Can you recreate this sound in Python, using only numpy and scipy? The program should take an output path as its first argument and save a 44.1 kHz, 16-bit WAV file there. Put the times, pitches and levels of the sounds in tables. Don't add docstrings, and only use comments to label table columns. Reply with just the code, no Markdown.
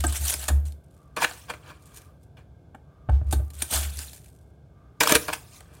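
import sys
import numpy as np
from scipy import signal
from scipy.fft import rfft, irfft, next_fast_len
from scipy.io import wavfile
from scipy.ndimage import uniform_filter1d, map_coordinates

SR = 44100
rng = np.random.default_rng(int(sys.argv[2]) if len(sys.argv) > 2 else 0)


def unload_audio(sound):
    columns = np.transpose(np.atleast_2d(sound))
    steps = np.round(np.clip(columns, -1, 1) * 32767)
    wavfile.write(sys.argv[1], SR, steps.astype(np.int16))


N = 255760


def amp(db):
    return 10 ** (np.asarray(db) / 20)


def unit(x):
    return x / np.sqrt(np.mean(np.abs(x) ** 2) + 1e-20)


def clock():
    return np.arange(N) / SR


def along(points, hz):
    f, value = np.transpose(points)
    return np.interp(np.log(hz + 1), np.log(f + 1), value)


def wobble(rate):
    knots = rng.standard_normal(int(N * rate / SR) + 4)
    return map_coordinates(knots, [clock() * rate])


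def filtered(x, response):
    size = next_fast_len(N + SR // 2)
    hz = np.fft.rfftfreq(size, 1 / SR)
    return irfft(rfft(x, size) * response(hz), size)[:N]


def coloured(x, spectrum):
    return filtered(x, lambda hz: unit(amp(along(spectrum, hz))))


def resonate(x, modes):
    def response(f):
        total = 0
        for k, (centre, width, db) in enumerate(modes):
            mode = 1j * f * width / (centre * centre - f * f + 1j * f * width)
            total = total + (-1) ** k * amp(db) * mode
        return unit(total)
    return filtered(x, response)


def grains(rate, spread_db):
    size = amp(spread_db * np.clip(rng.standard_normal(N), -2.5, 2.5))
    sign = np.sign(rng.standard_normal(N))
    return unit((rng.random(N) < rate / SR) * size * sign)


def swell(s, rise_s, fade_s):
    t = clock() - s
    return np.exp(np.minimum(t / max(rise_s, 1e-4), -t / max(fade_s, 1e-4)))


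def flow(strokes, order):
    return np.sqrt(sum((amp(row[order]) * swell(*row[:3])) ** 2 for row in strokes))


def crush(contacts, order, rate, spread_db):
    force, train = np.zeros(N), grains(rate, spread_db)
    for row in contacts:
        t = clock() - row[0]
        near = (t > -.1) & (t < .2)
        t = t[near]
        shape = np.exp(np.minimum(t / max(row[1], 1e-4), -t / max(row[2], 1e-4)))
        burst = shape * train[near]
        even = np.linalg.norm(shape) / (np.linalg.norm(burst) + 1e-9)
        force[near] += amp(row[order]) * burst * even
    return force


def patches(x, depth_db):
    z = signal.stft(x, nperseg=256)[2]
    field = uniform_filter1d(rng.standard_normal(z.shape), size=5, axis=0)
    field = uniform_filter1d(field, size=4, axis=1)
    return signal.istft(z * unit(amp(depth_db * unit(field))), nperseg=256)[1][:N]


def container(contacts, strokes, base, wall, grit, slide_spread_db, clump_db, slide_db, push_db):
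    clumps = unit(amp(clump_db * wobble(220)))

    def sliding():
        return clumps * grains(7000, slide_spread_db)

    strokes = [(s, rise, fade, db, db + wall_db) for s, rise, fade, db, wall_db in strokes]
    rubbing = flow(strokes, order=4)
    thud = crush(contacts, order=3, rate=2900, spread_db=5.0)
    thud += amp(push_db) * rubbing * sliding()
    rattle = crush(contacts, order=4, rate=5000, spread_db=7.5)
    rattle += rubbing * sliding()
    crackle = crush(contacts, order=5, rate=18000, spread_db=4.0)
    crackle += amp(slide_db) * flow(strokes, order=3) * sliding()
    walls = patches(resonate(rattle, wall), depth_db=3.5)
    return resonate(thud, base) + walls + patches(coloured(crackle, grit), depth_db=3.5)


# (start [s], end [s])
FAN_CLEAR = [(0.98, 2.12), (2.899, 3.6), (4.781, 5.8)]
ARM_MOVE_S = 0.093


def arm_shade():
    t = clock()
    away_s = np.min([np.maximum(start - t, t - end) for start, end in FAN_CLEAR], axis=0)
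    return np.clip(away_s / ARM_MOVE_S, 0, 1)


# (frequency [Hz], relative level [dB])
AIR = [(20, -57), (50, -3), (90, 0), (140, -3.5), (220, -15.5), (450, -17), (900, -32), (1300, -46.5),
       (2200, -50.5), (4000, -47), (16000, -58)]
# (frequency [Hz], width [Hz], relative level [dB])
FAN = [(650, 110, 0.5), (1590, 73, -7), (2150, 60, -16), (3550, 160, -21.5)]
# (frequency [Hz], level [dB])
HUM = [(70, -58.5), (140, -63), (165, -66.5), (268, -74)]
WHISTLE_DB, ARM_SHADE_DB = -67, -20


def background():
    air = amp(-52.5) * coloured(rng.standard_normal(N), AIR)
    whir = amp(-67.5) * resonate(rng.standard_normal(N), FAN)
    whistle_gain = amp(WHISTLE_DB + ARM_SHADE_DB * arm_shade())
    whistle = whistle_gain * resonate(rng.standard_normal(N), [(1187.5, 54, 0)])
    hum = np.zeros(N)
    for hz, db in HUM:
        hum += amp(db) * np.sqrt(2) * np.sin(2 * np.pi * hz * clock() + 0.34 * wobble(11))
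    return air + whir + whistle + hum


ATTACK_S = 0.00097
# (time [s], fade [s], relative grit level [dB])
BOX_SNAPS = [(0.006, 0.003, -25), (0.039, .013, -25.5), (0.125, .004, -24.5), (0.329, 0.0022, -23.5),
             (0.34, 0.004, -19), (0.441, 0.0022, -28.5), (0.483, 0.0082, -20), (0.654, 0.029, -45),
             (0.683, 0.0039, -52), (0.723, 0.0021, -44), (2.749, 0.0071, -57.5), (3.098, 0.0019, -45),
             (3.311, 0.0084, -33.5), (3.326, 0.012, -25), (3.504, .003, -38.5), (3.622, 0.0036, -14.5),
             (3.712, 0.003, -22.5), (3.972, 0.0022, -30), (3.99, 0.0036, -25), (4.133, 0.003, -34.5),
             (4.261, 0.0031, -47.5)]
SNAP_WALL_DB, SNAP_THUD_DB = -15.5, -13


def box_contacts():
    return [(s, ATTACK_S, fade, db + SNAP_THUD_DB, db + SNAP_WALL_DB, db) for s, fade, db in BOX_SNAPS]


# (peak time [s], rise [s], fade [s], relative grit level [dB], wall over grit [dB])
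POURS = [(0.08, 0.088, 0.12, -37.5, -8), (0.166, 0.027, 0.014, -28, -9.5), (0.297, 0.05, 0.033, -22, -17),
         (0.429, 0.047, 0.043, -34.5, -9.5), (3.622, 0.025, .035, -35, -7), (3.736, 0.017, 0.06, -20.5, -7),
         (3.834, 0.0067, 0.0068, -28, -8), (4.005, 0.063, 0.07, -36.5, -12.5)]
# (frequency [Hz], width [Hz], relative level [dB])
BOX_BASE = [(252, 47, -1), (319, 80, -2), (359, 79, -2), (429.2, 22, -5.5), (588, 60, -2)]
# (frequency [Hz], width [Hz], relative level [dB])
BOX_WALL = [(711, 130, -1), (880, 99, -0.5), (1194, 580, -4.5), (1575, 110, 1.5), (1658, 73, -2.5),
            (1860, 170, -5), (2213, 97, -7), (2950, 500, -3), (3610, 570, -5)]
# (frequency [Hz], relative level [dB])
BOX_GRIT = [(800, -16.5), (2000, -7.5), (3800, -4.5), (5500, -5.5), (7000, -2.5), (9000, 1), (11000, -4),
            (13500, -5.5), (16000, -12.5)]


def box():
    return container(box_contacts(), POURS, BOX_BASE, BOX_WALL, BOX_GRIT,
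                     slide_spread_db=2.2, clump_db=1.55, slide_db=0.5, push_db=-11.5)


BOOM_RISE_S, BOOM_FALL_DB_PER_S = 0.03, 199.5


def lean(s, hold_s):
    t = clock() - s
    rise = np.exp(-(np.minimum(t, 0) / BOOM_RISE_S) ** 2)
    return rise * amp(-BOOM_FALL_DB_PER_S * np.maximum(t - hold_s, 0))


# (time of full swing [s], hold [s], level [dB])
BOOMS = [(0.02, .02, -25.5), (0.075, 0.026, -23), (0.224, 0.025, -26.5), (0.375, 0.07, -38),
         (0.536, 0.039, -17), (0.636, 0.037, -27), (3.136, 0.018, -15), (3.285, 0.013, -22.5),
         (3.371, 0.01, -19), (3.425, 0.017, -27), (3.579, .04, -38.5), (3.77, 0.042, -27),
         (3.865, 0.017, -28.5), (3.98, 0.01, -34.5), (5.16, 0.0088, -38)]
BOOM_HZ = 72.3


def boom():
    swing = np.max([amp(db) * lean(s, hold_s) for s, hold_s, db in BOOMS], axis=0)
    hz = BOOM_HZ * (1 - .07 * swing / swing.max() + .03 * wobble(18))
    tone = np.sqrt(2) * np.sin(2 * np.pi * np.cumsum(hz) / SR)
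    rumble = amp(-27.0) * resonate(rng.standard_normal(N), [(113, 55, 0)])
    return swing * (tone + rumble)


# (time [s], relative bench level [dB],
# base level [dB], wall level [dB], hardness [Hz], damping [ratio to the sand-filled box])
KNOCKS = [(0.039, -2, 7.5, 11.5, 2400, 0.3), (0.212, -7, -10, -8, 1100, 0.44),
          (0.4843, -11.5, -2.5, 9.5, 3830, 0.92), (0.501, -3, 0, 3, 1805, 0.79),
          (2.746, -42.5, -10.5, -3.5, 1413, 1), (3.089, 11.5, 4.5, 9.5, 1150, 0.86),
          (3.215, 4, -14.5, -22, 1540, .8), (3.327, 5, 9.5, 6.5, 1600, .55), (3.397, 1, -6, -9, 1100, 0.87),
          (3.724, -6, -3, -2.5, 1500, 1)]
# (frequency [Hz], width [Hz], relative level [dB])
BENCH = [(97.5, 12, 1), (136, 24, -13.5)]


def knocks():
    t = np.arange(SR // 25) / SR
    out = np.zeros(N)
    for s, bench_db, base_db, wall_db, hardness_hz, damping in KNOCKS:
        push = t ** 2 * np.exp(-2 * np.pi * hardness_hz * t)
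        push = push / push.sum()
        chatter = grains(1200, spread_db=0.5)[:len(t)] * np.exp(-t / 0.0054)
        chatter = unit(chatter) / np.sqrt(len(t))
        rough = 0.25 * push + 0.66 * signal.fftconvolve(push, chatter)[:len(t)]
        delay = (round(s * SR), 0)
        smooth_blow, rough_blow = np.pad(push, delay), np.pad(rough, delay)
        base = [(hz, width * damping, db) for hz, width, db in BOX_BASE]
        wall = [(hz, width * damping, db) for hz, width, db in BOX_WALL]
        out += amp(bench_db) * resonate(smooth_blow, BENCH)
        out += amp(base_db) * resonate(rough_blow, base)
        out += amp(wall_db) * resonate(rough_blow, wall)
    return out


# (time [s], mean pitch [Hz], relative peak level [dB], half length [s])
SLIPS = [(0.069, 8020, -14, 0.0021), (1.247, 1451, -10.5, 0.0018), (3.747, 9180, -29, 0.0026),
         (5.074, 1154, -6.5, 0.0011), (5.1236, 325, -8, 0.0018)]


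def slips():
    out = np.zeros(N)
    for s, hz, db, half_s in SLIPS:
        t = clock() - s
        near = np.abs(t) < .02
        jitter = rng.standard_normal(40).repeat(SR // 1000 + 1)[:near.sum()]
        pitch = hz * (1 + .07 * jitter)
        envelope = np.exp(-(t[near] / half_s) ** 2)
        out[near] += amp(db) * envelope * np.sin(2 * np.pi * np.cumsum(pitch) / SR)
    return out


# (time of thickest fall [s], half length [s], relative level [dB])
SPILLS = [(0.915, 0.12, -62.5), (1.86, 0.041, -52), (1.986, 0.025, -40), (2.237, 0.027, -63.5),
          (3.308, .03, -51), (3.557, 0.047, -42.5), (4.152, .02, -42.5), (4.286, 0.092, -54),
          (5.747, 0.023, -52.5)]


def crumbs():
    shatter = np.exp(-np.arange(SR // 50) / SR / 0.0044)
    falls = np.abs(signal.fftconvolve(np.abs(grains(130, spread_db=2.5)), shatter)[:N])
    trickle = sum(amp(db) * swell(s, half, half) for s, half, db in SPILLS)
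    grit = unit(coloured(falls * grains(8300, spread_db=0.5), BOX_GRIT))
    return amp(-4.5) * trickle * grit


# (time [s], fade [s], relative wall level [dB], grit over wall [dB])
TUB_STABS = [(1.166, 0.018, -22.5, -11), (1.537, .007, -35.5, -12), (2.37, 0.03, -51, -12),
             (5.006, 0.01, -10.5, -1.5), (5.123, 0.0019, -13, 8), (5.16, 0.0063, -19, 3),
             (5.282, 0.012, -20.5, -10.5), (5.349, 0.0034, -36, -2), (5.607, 0.0012, -42.5, 4.5)]
# (time [s], half length [s], relative wall level [dB], grit over wall [dB], thud over wall [dB])
TUB_CRUNCHES = [(1.22, .006, -25, -6.5, -22), (1.23, 0.012, -19.5, -5, -13.5),
                (1.247, 0.0022, -12, -9.5, -17), (1.312, 0.001, -23.5, -23, -17),
                (1.503, 0.0061, -22.5, -14.5, -9.5), (5.036, 0.0035, -14, -1, -10.5),
                (5.06, 0.0038, -23, -9, -2), (5.076, 0.0029, -33, 19, -3), (5.096, 0.0098, -21, 2.5, -6),
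                (5.113, 0.0042, -16, -3, -4.5), (5.14, 0.0098, -24, -3.5, 1), (5.154, 0.003, -11, 4.5, -3),
                (5.335, 0.0038, -21.5, -1.5, -18)]
STAB_THUD_DB = -4


def tub_contacts():
    stabs = [(s, ATTACK_S, fade, db + STAB_THUD_DB, db, db + grit_db)
             for s, fade, db, grit_db in TUB_STABS]
    crunches = [(s, half, half, db + thud_db, db, db + grit_db)
                for s, half, db, grit_db, thud_db in TUB_CRUNCHES]
    return stabs + crunches


# (peak time [s], rise [s], fade [s], relative grit level [dB], wall over grit [dB])
DRAGS = [(1.279, 0.028, 0.12, -42, -9.5), (1.51, 0.022, .035, -50.5, 6.5), (1.694, 0.036, 0.037, -53.5, 10),
         (1.99, 0.16, 0.067, -58, -1), (5.018, .003, 0.062, -29.5, -4.5), (5.23, 0.055, 0.11, -39, -12),
         (5.34, 0.0246, 0.024, -36, -7), (5.564, 0.066, 0.039, -48, -16), (5.78, 0.18, 0.035, -63, 5.5)]
# (frequency [Hz], width [Hz], relative level [dB])
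TUB_BASE = [(123, 340, -13), (277, 66, 1.5), (310, 74.5, 0), (471, 48, 1), (606, 28, 1.5)]
# (frequency [Hz], width [Hz], relative level [dB])
TUB_WALL = [(710, 59, -1.5), (994, 150, 0.5), (1227, 99, 0.5), (1366, 120, -2), (1627, 200, 0),
            (2346, 150, -1.5), (2720, 370, -7), (3300, 330, -7), (4500, 900, -15)]
# (frequency [Hz], relative level [dB])
TUB_GRIT = [(800, -23.5), (2000, -3), (3800, -2), (5200, -3), (6400, -2), (7800, -2), (9500, -1.5),
            (11500, -7.5), (16000, -9)]


def tub():
    return container(tub_contacts(), DRAGS, TUB_BASE, TUB_WALL, TUB_GRIT,
                     slide_spread_db=3.5, clump_db=-0.5, slide_db=0, push_db=-6.0)


def nearby(x, echo_db):
    delays_s = rng.uniform(.0006, .012, 8)
    echoes = sum(np.pad(x, (int(d * SR), 0))[:N] * rng.choice([-1, 1]) for d in delays_s)
    return x + amp(echo_db) * echoes


# (frequency [Hz], time [s])
ROOM = [(150, 0.42), (1000, 0.33), (4000, 0.19), (9000, 0.26), (16000, 0.56)]


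def room(x):
    hz, t, z = signal.stft(rng.standard_normal(SR * 3 // 4), SR, nperseg=256)
    decay = amp(-60 * t / along(ROOM, hz)[:, None])
    tail = signal.istft(z * decay, SR, nperseg=256)[1]
    tail = np.pad(tail / np.linalg.norm(tail), (SR // 150, 0))
    return signal.fftconvolve(x, tail)[:N]


def scene():
    sources = box() + knocks() + slips() + crumbs() + tub()
    sand = amp(-2.5) * nearby(sources, echo_db=-21)
    return (sand + amp(-12) * room(sand) + boom() + background())[None]


TOP_HZ = 16100


def record(dry):
    rounded = dry[0] / (1 + np.abs(dry[0] / .85) ** 6) ** (1 / 6)
    return filtered(rounded, lambda hz: 1 / (1 + np.minimum(hz / TOP_HZ, 2) ** 200))[None]


dry = scene()
out = record(dry)
unload_audio(out)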